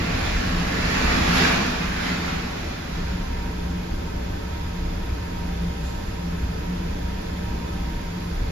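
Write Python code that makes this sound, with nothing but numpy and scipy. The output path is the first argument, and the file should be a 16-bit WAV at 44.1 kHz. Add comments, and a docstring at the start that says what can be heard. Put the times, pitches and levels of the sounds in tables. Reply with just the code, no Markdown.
"""Charging a steel furnace, heard from a closed crane cab

Scrap slides into the burning furnace: countless steel impacts, smeared by a big hall, merge into a rush
that swells, peaks and runs out, with scrapes and thuds. The fire roars on and makes the cab boom and drone.
Air rushes steadily through the cab's resonances, a machine whines faintly and gas hisses once."""
import sys
import numpy as np
from scipy import signal
from scipy.fft import rfft, irfft, next_fast_len
from scipy.io import wavfile
from scipy.ndimage import uniform_filter1d, map_coordinates

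SR = 44100
rng = np.random.default_rng(int(sys.argv[2]) if len(sys.argv) > 2 else 0)


def pcm_store(signal):
    """Save signal as 16-bit PCM."""
    levels = np.round(np.clip(np.atleast_2d(signal), -1, 1) * 32767)
    wavfile.write(sys.argv[1], SR, levels.astype(np.int16).T)


N = 375291

# strength of the fire: t/s, level/dB
FIRE_LEVEL = [(0, -25), (1.25, -28), (1.7, -30.5), (2.5, -32), (3.2, -29), (4.2, -29), (5.4, -29),
              (7.7, -28.5), (8.51, -29.5)]
# flares that thump the cab: t/s, boom/dB, whump/dB, fall/(dB/s)
FLARES = [(0.35, -31, -30, 120), (0.62, -28.5, -32, 100), (0.86, -28.5, -35, 176), (1.06, -24, -31, 45),
          (1.31, -38, -30, 65), (1.73, -39, -29, 150), (1.87, -29, -29, 112), (2.37, -34, -34, 130),
          (2.94, -35, -27.5, 101), (3.12, -29, -39, 120), (3.41, -28.5, -37, 25), (3.92, -34, -29.5, 116),
          (4.17, -30, -37, 48), (4.6, -34, -31, 140), (4.8, -29.5, -40, 90), (5.13, -27, -27.5, 280),
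          (5.53, -28, -37, 110), (5.83, -28, -35, 110), (6.09, -32, -28.5, 133), (6.44, -24.5, -41, 100),
          (7.09, -29, -37, 90), (7.53, -28.5, -36, 120), (7.72, -31, -38, 60), (7.88, -26.5, -35, 154),
          (8.32, -33.5, -41, 100), (8.42, -37, -24, 130)]
# low resonances of the cab: f/Hz, width/Hz, gain/dB
CAB_MODES = [(19.9, 7.3, 5.5), (31.1, 7.6, 13.5), (75.3, 13.4, 6), (106, 12.4, 3.5), (158.3, 7.1, 12),
             (182, 13, -0.5), (188.3, 14, 13.5), (199.6, 16.6, 5.5), (228, 26, 4), (252, 21.4, 7.5),
             (271, 11.6, 2), (289, 12, 6), (331.6, 12, 8.5), (339, 18, 1), (406, 11, 0), (442, 22, 3),
             (451.6, 77, 8)]
# colour of the finest splinters and sparks: f/Hz, level/dB
FIZZ_COLOUR = [(2500, -22), (5000, -4), (7500, 0.5), (10500, 4.5), (12000, 0), (14000, -13)]


def scrap():
    """Thousands of steel impacts merge into a rush; the heavy mass tumbles into the vessel below it."""
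    # colour of the clatter: f/Hz, level/dB
    clatter_colour = [(150, -22), (330, -2), (550, 0.5), (800, 0.5), (1250, -0.5), (1750, 2), (2500, 0.5),
                      (3000, -5.5), (4800, -8), (6300, -14), (7300, -16), (10300, -40), (14000, -44)]
    # ring of the pieces and the chute: f/Hz, width/Hz, gain/dB
    steel_modes = [(784, 72, 3.5), (1113, 62, 4), (1386, 68, 2), (1670, 130, 0.5), (1950, 54, -1.5),
                   (2176, 33, -9), (2560, 110, -1)]
    # colour of the tumbling mass: f/Hz, level/dB
    tumble_colour = [(30, -30), (70, -7), (130, -1.5), (180, -8), (250, -0.5), (310, -8), (450, -12),
                     (900, -35.5)]
    flow_db, treble_db, t = flow(treble=False), flow(treble=True), np.arange(N) / SR
    wash = patchy(hall(impacts(rate=2500, spread_db=4), t60=1.9), depth_db=1.0)
    clatter = in_cab(wash, clatter_colour, steel_modes)
    body = filtered(clatter, lambda hz: 1 / (1 + (hz / 2800) ** 6))  # low-pass
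    rush = amp(flow_db) * body + amp(treble_db) * (clatter - body)
    tumble = amp(0.83 * flow_db - 9.5) * in_cab(noise(), tumble_colour, CAB_MODES)
    # the top end barely lingers in the hall: it leads the rush and grows faster with the flow
    ahead_db = np.interp(t + .03, t, treble_db)
    splinters = in_cab(hall(impacts(rate=1500, spread_db=1.0), t60=0.19), FIZZ_COLOUR)
    return rush + tumble + amp(1.115 * ahead_db - 20.5 + 0.4 * wobble(28)) * splinters


def flow(treble):
    """Level of the scrap's body or treble in dB: a slide gathers, gushes and runs out ever faster."""
    # gushes on top of the slide: t/s, peak/dB, rise/(dB/s), fall/(dB/s), extra treble/dB
    gushes = [(0.27, -35.5, 39, 31, 6.5), (0.95, -29, 24, 29, 3), (1.15, -23, 31, 23, -0.5),
              (1.39, -20.5, 68, 47, 2), (1.455, -21, 85, 40, 1), (2.07, -27.5, 70, 28, 1),
              (2.29, -32, 152, 53, 0), (2.6, -42, 170, 70, -1), (2.74, -44, 170, 60, 5),
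              (2.96, -39, 120, 60, 3.5), (3.11, -42, 142, 58, 4.5), (3.33, -44.5, 88, 39, -4)]
    past_crest_s = np.arange(N) / SR - 1.03
    slide = amp(-29 + 0.6 * np.minimum(past_crest_s, 0) - 3 * np.maximum(past_crest_s, 0) ** 2)
    surges = [swell(s, db + treble * bright_db, rise, fall) for s, db, rise, fall, bright_db in gushes]
    return 20 * np.log10(together([slide] + surges) + 1e-12)


def scrapes():
    """Single pieces scrape and ring out of the rush, each with a rough, sinking pitch."""
    # scraping pieces: t/s, peak/dB, f/Hz
    pieces = [(1.448, -23, 1693), (2.075, -34, 2030), (2.113, -43, 1560), (2.288, -33, 1402),
              (3.089, -42, 1540)]
    sag_hz_per_s = 2300
    out, t = np.zeros((2, N)), np.arange(N) / SR
    for s, db, hz in pieces:
        pitch = hz - sag_hz_per_s * np.clip(t - s, -.1, .1)
        out += swell(s, db, rise=400, fall=199) * wide_tone(pitch, wander_hz=44.9, rate=250)
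    return out


def thuds():
    """Heavy lumps land in the vessel with short, dull blows."""
    # landings: t/s, peak/dB, fall/(dB/s)
    landings = [(1.04, -21, 382), (1.17, -26.5, 90), (1.402, -26.5, 202), (1.57, -28.5, 92),
                (1.61, -27.5, 260), (1.99, -31.5, 148), (2.96, -36.5, 74)]
    # colour of a blow: f/Hz, level/dB
    lump_colour = [(40, -23), (110, -14), (185, 2), (265, -1.5), (330, -5), (500, -17), (1000, -45.5)]
    blows = [swell(s, db, rise=902, fall=fall) for s, db, fall in landings]
    return together(blows) * in_cab(noise(), lump_colour)


def fire():
    """Combustion noise roars through the cab's modes; each flare pushes a dull whump of air."""
    # colour of the roar: f/Hz, level/dB
    roar_colour = [(8, -22), (16, -3.5), (45, -0.5), (90, 1), (135, -6.5), (200, -13), (280, -11),
                   (400, -13), (600, -23), (1500, -47.5)]
    # colour of a whump: f/Hz, level/dB
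    whump_colour = [(18, -13), (32, 6.5), (50, -5), (90, -9.5), (160, -26), (500, -61)]
    burning = amp(curve(FIRE_LEVEL) - 0.86 + 0.54 * wobble(6.5))
    roar = burning * in_cab(noise(), roar_colour, CAB_MODES)
    pushes = [swell(s, db, rise=193, fall=fall) for s, _, db, fall in FLARES]
    return roar + together(pushes) * in_cab(noise(), whump_colour)


def cab_boom():
    """The fire and its flares shake a deep mode of the cab; a higher one booms at first, then dies away."""
    fire_db = curve(FIRE_LEVEL)
    boom_db = fire_db.mean() + 1.1 * (fire_db - fire_db.mean()) - 9  # swings wider than the fire
    shaking = amp(boom_db) * throb(depth=0.61, rate=12)
    thumps = [swell(s, db, rise=193, fall=fall) for s, db, _, fall in FLARES]
    deep = together([shaking] + thumps) * wavering(60.44, wander_hz=1.7, rate=9)
    fading = swell(0, -36.5, rise=0, fall=27, hold_s=1) * throb(depth=0.99, rate=8.2)
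    return deep + fading * wavering(78.0, wander_hz=2.0, rate=9.5)


def cab_drone():
    """A cab mode driven by the fire stands out as a throbbing drone that swells now and then."""
    # swells of the drone: t/s, hold/s, level/dB
    drone_swells = [(0.07, 0.018, -33), (0.516, 0.33, -30.5), (1.257, 0.17, -27.3), (1.772, 0.62, -34),
                    (3.073, 0.14, -34), (3.384, 0.41, -36.5), (4.66, 0.17, -36.5), (5.335, 0.096, -32),
                    (5.586, 0.095, -30), (6.255, 0.12, -34), (6.646, 0.24, -33.5), (7.45, 0.13, -36),
                    (8.07, 0.14, -37)]
    swells = [swell(s, db, rise=100, fall=100, hold_s=hold) for s, hold, db in drone_swells]
    bed = amp(curve(FIRE_LEVEL) - 12) * throb(depth=1.0, rate=14)
    droning = together([bed] + swells) * throb(depth=0.55, rate=22)
    return droning * wavering(173.7, wander_hz=3.04, rate=18)


def sparks():
    """Sparks sizzle faintly on top of the fire, creeping up in level."""
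    creep = swell(9.9, -56, rise=0.5, fall=0)
    return creep * in_cab(hall(impacts(rate=700, spread_db=-0.5), t60=.2), FIZZ_COLOUR)


def rushing_air():
    """A steady bed of turbulent air, coloured by the cab's resonances."""
    # colour of the airflow: f/Hz, level/dB
    air_colour = [(150, -26), (300, -2), (480, -2), (700, -1), (1000, -4), (1170, -7.5), (1600, -5),
                  (2400, -8.5), (3000, -10.5), (5000, -13.5), (7000, -18), (10000, -27), (14000, -25.5)]
    # resonances the air excites: f/Hz, width/Hz, gain/dB
    air_modes = [(470, 7.9, 7), (515, 22, -1), (563, 12, 9), (594, 18, 7), (738, 30, 0.5), (786, 20, 9),
                 (860, 20, 0), (937, 34, 6.5), (1041, 54, 6), (1290, 50, 7), (1560, 80, 3), (1760, 18, 7),
                 (2080, 170, 2), (2500, 150, 4), (3280, 110, 2), (3460, 50, 3), (3566, 22, 8),
                 (3980, 43, 0), (4870, 430, 2.5)]
    return amp(-37.5) * in_cab(patchy(noise(), depth_db=0.56), air_colour, air_modes)


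def machine_whine():
    """A machine starts and holds a faint, unsteady whine; a higher note joins in when it swells."""
    # swells of the whine: t/s, hold/s, main note/dB, higher note/dB
    whine_swells = [(3.05, 0.06, -49, -62), (3.38, 0.08, -49, -64), (4.52, 0.15, -50, -60),
                    (5.27, 0.13, -45, -52.5), (6.447, 0.18, -50, -58), (7.5, 0.18, -44, -51),
                    (7.92, 0.24, -47.5, -62)]
    running = swell(3.3, -49, rise=31, fall=0) * throb(depth=0.45, rate=4.6)
    swells = [swell(s, db, rise=71, fall=71, hold_s=hold) for s, hold, db, _ in whine_swells]
    upper_swells = [swell(s, db, rise=71, fall=71, hold_s=hold) for s, hold, _, db in whine_swells]
    whine = together([running] + swells) * wide_tone(938, wander_hz=11, rate=50)
    upper = together(upper_swells) * wide_tone(1037, wander_hz=16.1, rate=70)
    return amp([[-3], [1.5]]) * (whine + upper)  # panned right


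def gas_puff():
    """A brief jet of gas hisses."""
    # colour of the jet: f/Hz, level/dB
    gas_colour = [(1500, -17), (4000, 2.5), (6000, -5), (7500, 4), (10500, -9), (14000, -17)]
    return swell(5.86, -44, rise=244, fall=75) * in_cab(noise(), gas_colour)


def hall(x, t60, places=24):
    """The hall smears blows into a tail that differs with each place of impact and each side; rms 1."""
    decay = amp(-60 * np.arange(SR) / SR / t60)
    out = np.zeros((2, N + SR))
    for part in np.array_split(np.arange(N), places):
        tail = rng.standard_normal((2, SR)) * decay
        out[:, part[0]:part[-1] + SR] += signal.fftconvolve(x[part][None], tail, axes=1)
    out[:, :SR] += out[:, N:]  # the hall is already ringing at the start
    return unit(out[:, :N])


def in_cab(pair, spectrum, modes=()):
    """Two unrelated signals become a coloured, diffuse stereo field in the cab; rms 1."""
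    # stereo image, mono in the bass and wide above: f/Hz, left-right correlation
    likeness = [(60, .999), (140, 0.97), (210, 0.97), (300, 0.7), (390, -0.11), (550, -0.35), (720, -0.33),
                (850, -0.22), (1150, 0.013), (1320, 0.41), (1750, 0.16), (1950, 0.0097), (14000, -0.014)]

    def mid_side_gains(hz):
        angle = np.arccos(np.clip(along(likeness, hz), -1, 1)) / 2
        colour = amp(along(spectrum, hz)) * resonances(modes, hz)
        return colour * np.array([np.cos(angle), np.sin(angle)])

    mid, side = filtered(pair, mid_side_gains)
    return unit(filtered(np.array([mid + side, mid - side]), lean))


def lean(hz):
    """Gain of each side: long waves reach both alike, treble favours the right."""
    # balance: f/Hz, left minus right/dB
    balance = [(370, -1), (670, 2), (1150, -1), (1650, -3), (2350, -2.6), (2850, -1.3), (4100, -3.5),
               (7500, -2), (13800, -0.5)]
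    shading_db = along(balance, hz) * hz ** 2 / (hz ** 2 + 300 ** 2)
    return amp(np.outer([.5, -.5], shading_db))


def resonances(modes, hz):
    """Gain of resonant peaks standing on a flat response."""
    return amp(sum(db / (1 + (2 * (hz - centre) / width) ** 2) for centre, width, db in modes))


def patchy(x, depth_db):
    """Turbulence: patches of a stereo pair come and go in time and frequency."""
    spectra = signal.stft(x, nperseg=1024)[2]
    patches = uniform_filter1d(rng.standard_normal(spectra.shape[1:]), size=7, axis=0)
    patches = uniform_filter1d(patches, size=9, axis=1)
    return signal.istft(spectra * amp(depth_db * unit(patches)), nperseg=1024)[1][:, :N]


def impacts(rate, spread_db):
    """Random blows of scattered sizes, rate a second."""
    hits = rng.random(N) < rate / SR
    return hits * rng.standard_normal(N) * amp(spread_db * rng.standard_normal(N))


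def noise():
    """White noise, unrelated left and right."""
    return rng.standard_normal((2, N))


def wavering(centre_hz, wander_hz, rate):
    """A tone of rms 1 whose pitch wanders at random, rate turns a second."""
    pitch = centre_hz + wander_hz * wobble(rate)
    return np.sqrt(2) * np.sin(2 * np.pi * np.cumsum(pitch) / SR)


def wide_tone(centre_hz, wander_hz, rate):
    """A tone that wavers separately on each side."""
    return np.array([wavering(centre_hz, wander_hz, rate) for _ in range(2)])


def throb(depth, rate):
    """Random beating of a mode shaken by noise: a gain of rms 1."""
    return unit(1 + depth * np.tanh(wobble(rate)))


def wobble(rate):
    """A smooth random curve, rate turns a second."""
    return map_coordinates(rng.standard_normal(1024), [np.arange(N) * rate / SR], mode="mirror")


def swell(at_s, peak_db, rise, fall, hold_s=0):
    """Envelope that rises to a peak, holds and falls, slopes in dB/s; with no fall it sustains."""
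    t = np.arange(N) / SR - at_s
    return amp(peak_db + np.minimum(np.minimum(rise * t, -fall * (t - hold_s)), 0))


def together(gains):
    """Gain of unrelated sounds whose powers add."""
    return np.sqrt(np.sum(np.square(gains), axis=0))


def filtered(x, response):
    """x shaped by a gain that depends on frequency."""
    size = next_fast_len(N + SR // 2)
    return irfft(rfft(x, size) * response(np.fft.rfftfreq(size, 1 / SR)), size)[..., :N]


def along(points, hz):
    """(f/Hz, value) points read on a log axis."""
    freqs, values = np.transpose(points)
    return np.interp(np.log(hz + 1), np.log(freqs + 1), values)


def curve(rows):
    """(t/s, value) rows as one value per sample."""
    return np.interp(np.arange(N) / SR, *np.transpose(rows))


def amp(db):
    """Decibels to gain."""
    return 10 ** (np.asarray(db) / 20)


def unit(x):
    """Scaled to rms 1."""
    return x / np.sqrt(np.mean(x ** 2) + 1e-20)


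def scene():
    """Everything that reaches the cab."""
    charge = scrap() + scrapes() + thuds()
    furnace = fire() + cab_boom() + cab_drone() + sparks()
    return charge + furnace + rushing_air() + machine_whine() + gas_puff()


def record(dry):
    """A steep notch in the treble and a hard cut at the top."""
    notch_hz, half_width_hz, top_hz = 8570, 952, 14300
    notch = lambda hz: 1 - 1 / (1 + ((hz - notch_hz) / half_width_hz) ** 12)
    return filtered(dry, lambda hz: notch(hz) * (hz < top_hz))


dry = scene()
out = record(dry)
pcm_store(out)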